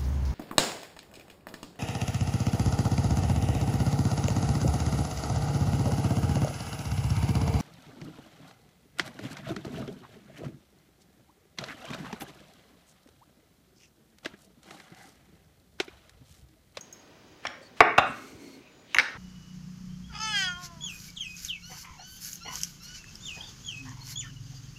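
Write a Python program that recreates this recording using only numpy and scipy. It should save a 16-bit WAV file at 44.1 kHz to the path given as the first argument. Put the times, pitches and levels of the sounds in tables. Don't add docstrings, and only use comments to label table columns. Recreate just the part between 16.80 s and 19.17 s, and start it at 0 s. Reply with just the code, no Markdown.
import sys
import numpy as np
from scipy import signal
from scipy.fft import rfft, irfft
from scipy.io import wavfile
from scipy.ndimage import uniform_filter1d

SR = 44100
rng = np.random.default_rng(int(sys.argv[2]) if len(sys.argv) > 2 else 0)


def persist_wave(psi):
    counts = np.round(np.clip(psi, -1, 1) * 32767).astype(np.int16)
    wavfile.write(sys.argv[1], SR, np.atleast_2d(counts).T)


def voltage_ratio(decibels):
    exponent = np.asarray(decibels, float) / 20
    return 10 ** exponent


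N = 104693

# (frequency [Hz], density [dB per Hz])
SIMMER_SPECTRUM = [(40, -13.5), (263, -6), (600, -13), (1100, -19), (2500, -20), (6800, -28.5), (7800, -40),
                   (15500, -41.5)]

# (time [s], peak level [dB], push [ms], chatter [ms], chatter level [dB])
TICK_BLOWS = [
    (.009, -34, 0.017, 2.9, 9),
    (.478, -59, 0.33, 5.4, -5),
]
# (frequency [Hz], width [Hz], level [dB])
TICK_MODES = [(4580, 200, -19), (5320, 12, -3), (5800, 200, -8), (6200, 170, -1), (6540, 120, 5),
              (6400, 5.8, 7.5), (6640, 12, 6), (8000, 300, -16), (8670, 160, -14), (11400, 200, -22),
              (12700, 300, -15), (15400, 300, -16)]
# (time [s], peak level [dB], push [ms], chatter [ms], chatter level [dB])
TING_BLOWS = [
    (.126, -34, 0.01, 4.2, 7.5),
    (.195, -57, 0.023, 3, 4),
]
# (frequency [Hz], width [Hz], level [dB])
TING_MODES = [(5327, 23, 3), (6330, 360, -1.5), (6630, 77, 12), (6520, 10, 3), (6500, 17, 4),
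              (7800, 400, -13), (9400, 300, -22), (11660, 180, -5), (11600, 12, -4), (13000, 300, -25),
              (14540, 200, -16), (15400, 60, -12)]
# (time [s], peak level [dB], push [ms], chatter [ms], chatter level [dB])
RATTLE_BLOWS = [
    (2.1455, -10.5, 0.028, 1.9, 7),
    (2.148, -15, 0.039, 1.2, -3),
    (2.167, -12.5, 0.042, 0.43, -11.5),
]
# (frequency [Hz], width [Hz], level [dB])
RATTLE_MODES = [(910, 190, -17.5), (1920, 194, 4.5), (2250, 290, 1), (2760, 240, -2.5), (3840, 180, -17),
                (5080, 370, -24.5), (6460, 1200, -17.5), (7600, 800, -23.5), (10300, 2400, -26),
                (13900, 1000, -31)]
# (time [s], peak level [dB], push [ms], chatter [ms], chatter level [dB])
DROP_BLOWS = [
    (2.185, 1, 0.028, 1.66, -3),
    (2.189, -8.5, 0.023, 2.4, 6),
    (2.193, -13, 0.048, 2, 0),
    (2.1965, -6.5, 0.036, 1.2, 6),
    (2.1992, -10, 0.022, 2.3, -1),
    (2.2035, -15, 0.033, 6.1, 2),
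    (2.212, -26, 0.021, 2.5, 8),
]
# (frequency [Hz], width [Hz], level [dB])
DROP_MODES = [(1728, 422, 4), (2220, 355, 7), (2720, 480, -3), (3950, 500, -7), (4480, 400, -8),
              (5010, 470, -6), (5890, 580, -11.5), (8400, 1400, -21.5), (9640, 1200, -23.5),
              (14000, 2500, -30.5)]

# (frequency [Hz], 60 dB decay [s], level [dB])
ROOM_BANDS = [(103, 0.6, -2), (293, 0.47, 4.5), (756, 0.3, 3.5), (1600, 0.5, 3), (3020, 0.4, 1),
              (5900, 0.462, -0.5), (12000, 0.18, 10.5)]

SQUEAK_STARTS = [.815, 1.8, 2.295, .81, .96, .62, 1.63, 1.25, 2.06, 2.2, .66, 1.85, .4]
SQUEAK_PITCHES = [4500, 2500, 11400, 7000, 1500, 2000, 4350, 8300, 3000, 600, 550, 6900, 6900]
# (length [s], width [Hz], level [dB])
SQUEAK_SHAPES = [(0.076, 280, -58.5), (0.13, 510, -62), (0.049, 200, -74), (0.078, 4200, -65),
                 (0.06, 3700, -52.5), (0.098, 2400, -50), (0.15, 150, -59.5), (0.078, 2200, -60.5),
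                 (0.33, 2100, -53), (0.23, 1500, -53), (0.26, 99, -59), (0.26, 130, -71.5),
                 (0.53, 89, -77.5)]

# (time [s], peak level [dB], push [ms], chatter [ms], chatter level [dB])
THUD_BLOWS = [
    (.5, -53, 1.5, 18, 4),
    (.655, -43, 0.28, 21, 26),
    (1.006, -23.5, 1, 7.9, 4.5),
    (1.182, -23, 1.3, 7.2, -27),
    (1.295, -32.5, 0.46, 7.1, -5),
    (1.545, -43.5, 2.5, 9.1, -16),
    (2.16, -42.5, 2.4, 5.9, -8),
    (2.19, -37, 0.6, 10, -28),
    (2.35, -41, 5.9, 12, -36),
]
# (frequency [Hz], width [Hz], level [dB])
COUNTER_MODES = [(64.6, 25, -3), (136, 69, 3.5), (273, 34, 6)]

# (time [s], peak level [dB], push [ms], chatter [ms], chatter level [dB])
NUDGE_BLOWS = [
    (.652, -20.5, 0.023, 6, 0),
]
# (frequency [Hz], width [Hz], level [dB])
NUDGE_MODES = [(248, 240, -9.5), (660, 210, 5.5), (1114, 280, 4), (1668, 150, 6), (1850, 1000, -21.5),
               (2245, 150, 4.5), (3290, 370, -35.5)]
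# (time [s], peak level [dB], push [ms], chatter [ms], chatter level [dB])
GRIP_BLOWS = [
    (.652, -26.5, 0.022, 5, 8.5),
    (.668, -21, 0.01, 2.67, 7.2),
]
# (frequency [Hz], width [Hz], level [dB])
GRIP_MODES = [(1747, 360, -3.5), (2180, 530, -5), (3260, 350, -6.5), (5540, 225, -6), (6940, 480, -23.5),
              (8820, 760, -28)]
# (time [s], peak level [dB], push [ms], chatter [ms], chatter level
# [dB])
BROAD_BLOWS = [
    (.6525, -26, 0.046, 5, 7),
    (1.0053, -3.5, .06, 0.87, 2.4),
    (1.009, -12, 0.042, 3.7, 6),
    (1.1805, -7.5, .05, 4.3, 8),
    (1.187, -12, 0.042, 6, 6),
]
# (frequency [Hz], width [Hz], level [dB])
BROAD_MODES = [(650, 350, -0.5), (1700, 1600, -4.5), (3100, 900, -9.5), (4400, 1400, -24)]
# (time [s], peak level [dB], push [ms], chatter [ms], chatter level [dB])
HEEL_BLOWS = [
    (1.0051, 4.5, 0.055, 1.8, -6.5),
    (1.0095, -4, 0.07, 6.7, 3),
]
# (frequency [Hz], width [Hz], level [dB])
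HEEL_MODES = [(323, 66, -5), (468.5, 103, -3.5), (697, 140, -1), (940, 300, -4), (1191, 140, 0),
              (1418, 120, -7.5), (1500, 100, -1.5), (1877, 120, -4.5), (2226, 200, -3), (2814, 130, -10),
              (3500, 190, -11), (3770, 100, -23.5), (4930, 220, -19), (5625, 770, -27.5)]
# (time [s], peak level [dB], push [ms], chatter [ms], chatter level [dB])
RIM_BLOWS = [
    (1.0052, -39, 0.0091, 0.92, 1),
    (1.1802, -24, 0.023, 5.7, 0),
]
# (frequency [Hz], width [Hz], level [dB])
RIM_MODES = [(4890, 230, -15), (5970, 780, -10), (6970, 54, -2.5), (7300, 400, -12), (8940, 160, -8.5),
             (9400, 660, -15), (11500, 550, -12), (14000, 1500, -20)]
# (time [s], peak level [dB], push [ms], chatter [ms], chatter level [dB])
TOE_BLOWS = [
    (1.179, -12, 0.06, 1.3, -20),
    (1.1802, -1.5, 0.061, 4.6, 11),
    (1.1865, -7.5, 0.09, 5.4, 5),
    (1.1935, -13.5, 0.058, 3.1, -2.5),
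]
# (frequency [Hz], width [Hz], level [dB])
TOE_MODES = [(527, 90, -17), (690, 204, -4), (814, 82, -2.5), (1016, 162, -4), (1246, 190, -2.5),
             (1422, 68, 1.5), (2050, 130, -6), (2256, 150, -7), (2722, 120, 1.5), (3160, 180, -9.5),
             (3390, 80, -6.5), (3600, 75, 0), (3860, 120, -5), (5030, 470, -20.5)]
# (time [s], peak level [dB], push [ms], chatter [ms], chatter level [dB])
HANDLE_BLOWS = [
    (2.15, -29.5, 0.13, 17, 10),
    (2.193, -22.5, 0.16, 16.6, 3),
    (2.352, -35.5, 0.066, 11, 5.6),
]
# (frequency [Hz], width [Hz], level [dB])
HANDLE_MODES = [(442, 430, -12.5), (954, 310, 2.5), (1330, 1060, -1)]

# (time [s], level [dB])
SLIDE_PRESSURE = [(1.2, -89.5), (1.26, -65), (1.36, -55), (1.48, -53.5), (1.58, -60), (1.68, -55),
                  (1.75, -61), (1.79, -63.5), (1.9, -82)]
# (frequency [Hz], width [Hz], level [dB])
SLIDE_MODES = [(2150, 110, -10), (3020, 1200, -23.5), (4286, 200, -16.5), (5920, 1100, -21.5),
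               (8640, 2800, -28.5), (12600, 1600, -30.5)]
# (time [s], level [dB])
DRAG_PRESSURE = [(1.3, -55), (1.42, -51.5), (1.55, -49), (1.66, -47.5), (1.76, -52), (1.82, -57)]
# (frequency [Hz], width [Hz], level [dB])
DRAG_MODES = [(268, 44.5, 4), (416, 118, -5.5), (587, 170, -15)]


def band(x, hz, width):
    return signal.lfilter(*signal.iirpeak(min(hz, .45 * SR), hz / max(width, 1), fs=SR), x)


def noise_band(hz, width):
    return unit(band(band(rng.standard_normal(N), hz, width), hz, width))


def unit(x):
    return x / np.sqrt(np.mean(x ** 2))


def walk(rate):
    hold = int(SR / rate)
    steps = np.repeat(rng.standard_normal(N // hold + 1), hold)
    return 1.1 * uniform_filter1d(uniform_filter1d(steps, hold), hold)[:N]


def simmer_and_hum():
    hz_points, db_points = np.array(SIMMER_SPECTRUM).T
    swell = walk(2.9)
    out = 0
    for hz in 30 * 2 ** np.arange(0, 9.1, 1 / 3):
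        density_db = np.interp(np.log(hz), np.log(hz_points), db_points)
        db = density_db + 10 * np.log10(hz) + 0.39 * swell + 0.72 * walk(2.7)
        out = out + voltage_ratio(db) * noise_band(hz, hz / 4.3)
    return unit(out) * voltage_ratio(-55.5)


def body(x, modes):
    return sum((-1) ** k * voltage_ratio(db) * band(x, hz, width) for k, (hz, width, db) in enumerate(modes))


def blows(table, modes):
    t = np.arange(SR // 2) / SR
    out = np.zeros(N + len(t))
    for start, db, push_ms, chatter_ms, chatter_db in table:
        push = t * np.exp(-t * 1000 / push_ms)
        age = t * 1000 / chatter_ms
        chatter = rng.standard_normal(len(t)) * age * np.exp(1 - 2 * age)
        chatter = signal.fftconvolve(chatter, push[:SR // 20])[:len(t)]
        push = push / np.sqrt(np.sum(push ** 2))
        chatter = chatter / np.sqrt(np.sum(chatter ** 2))
        ring = body(push + voltage_ratio(chatter_db) * chatter, modes)
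        crack = voltage_ratio(-44.5) * band(push, 5000, 9000)
        y = ring + crack
        i = int(start * SR)
        out[i:i + len(t)] += voltage_ratio(db) * y / np.max(np.abs(y))
    return out[:N]


def tongs_on_glass_and_dropped():
    on_glass = blows(TICK_BLOWS, TICK_MODES) + blows(TING_BLOWS, TING_MODES)
    return on_glass + blows(RATTLE_BLOWS, RATTLE_MODES) + blows(DROP_BLOWS, DROP_MODES)


def even(x):
    z = rfft(x)
    power = np.abs(z) ** 2
    hump = np.sqrt(uniform_filter1d(power, size=50)) + 1e-12
    flat = irfft(z / hump * np.sqrt(np.mean(power)), len(x))
    return flat * (np.arange(len(x)) < .75 * len(x))


def kitchen(x):
    gap_s, rise_s = 0.003, 0.0052
    far_wall_s, far_wall_db = 0.041, -10
    t = np.arange(SR) / SR
    rise = 1 - np.exp(-np.clip(t - gap_s, 0, 1) / rise_s)
    rise = rise * (1 + voltage_ratio(far_wall_db) * np.clip((t - far_wall_s) / 0.0065, 0, 1))
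    echo = 0
    for hz, t60, db in ROOM_BANDS:
        tail = even(voltage_ratio(db - 60 * t / t60) * rng.standard_normal(SR))
        echo = echo + band(band(tail, hz, hz), hz, hz)
    return voltage_ratio(-10.5) * signal.fftconvolve(x, echo * rise / np.sqrt(0.022 * SR))[:N]


def squeaks_and_brushes(t):
    out = 0
    for start, hz, (length, width, db) in zip(SQUEAK_STARTS, SQUEAK_PITCHES, SQUEAK_SHAPES):
        fade_in = np.clip(4 * (t - start) / length, 0, 1)
        fade_out = np.clip(4 * (start + length - t) / length, 0, 1)
        out = out + voltage_ratio(db + 2 * walk(40)) * fade_in * fade_out * noise_band(hz, width)
    return out


def counter_thuds():
    return blows(THUD_BLOWS, COUNTER_MODES)


def jar_set_down():
    handling = blows(NUDGE_BLOWS, NUDGE_MODES) + blows(GRIP_BLOWS, GRIP_MODES)
    landing = blows(HEEL_BLOWS, HEEL_MODES) + blows(TOE_BLOWS, TOE_MODES)
    return handling + landing + blows(RIM_BLOWS, RIM_MODES) + blows(BROAD_BLOWS, BROAD_MODES)


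def rub(t, pressure, modes):
    grit = rng.standard_normal(N) * voltage_ratio(1.5 * walk(60))
    times, levels = np.array(pressure).T
    return unit(body(grit, modes)) * voltage_ratio(np.interp(t, times, levels, left=-120, right=-120))


def tongs_slide_and_cloth_drag(t):
    return rub(t, SLIDE_PRESSURE, SLIDE_MODES) + rub(t, DRAG_PRESSURE, DRAG_MODES)


def handle_knocks():
    return blows(HANDLE_BLOWS, HANDLE_MODES)


def scene():
    t = np.arange(N) / SR
    tongs = tongs_on_glass_and_dropped()
    jar = counter_thuds() + jar_set_down() + handle_knocks()
    jar_to_walls = signal.lfilter(*signal.butter(1, 4500, fs=SR), jar)
    tongs_to_walls = voltage_ratio(-2) * (tongs - 0.62 * band(tongs, 2180, 1600))
    echoes = kitchen(jar_to_walls + tongs_to_walls)
    friction = squeaks_and_brushes(t) + tongs_slide_and_cloth_drag(t)
    return (jar + tongs + echoes + friction + simmer_and_hum())[None]


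def roll_off(x):
    return signal.sosfilt(signal.butter(12, 16300, fs=SR, output="sos"), x)


def record(dry):
    thin = signal.sosfilt(signal.butter(2, 46, "high", fs=SR, output="sos"), dry)
    top_cut = signal.ellip(6, .3, 45, 15900, fs=SR, output="sos")
    dull = signal.sosfilt(top_cut, np.clip(thin, -1, 1))
    return roll_off(np.clip(dull, -1, 1))


dry = scene()
out = record(dry)
persist_wave(out)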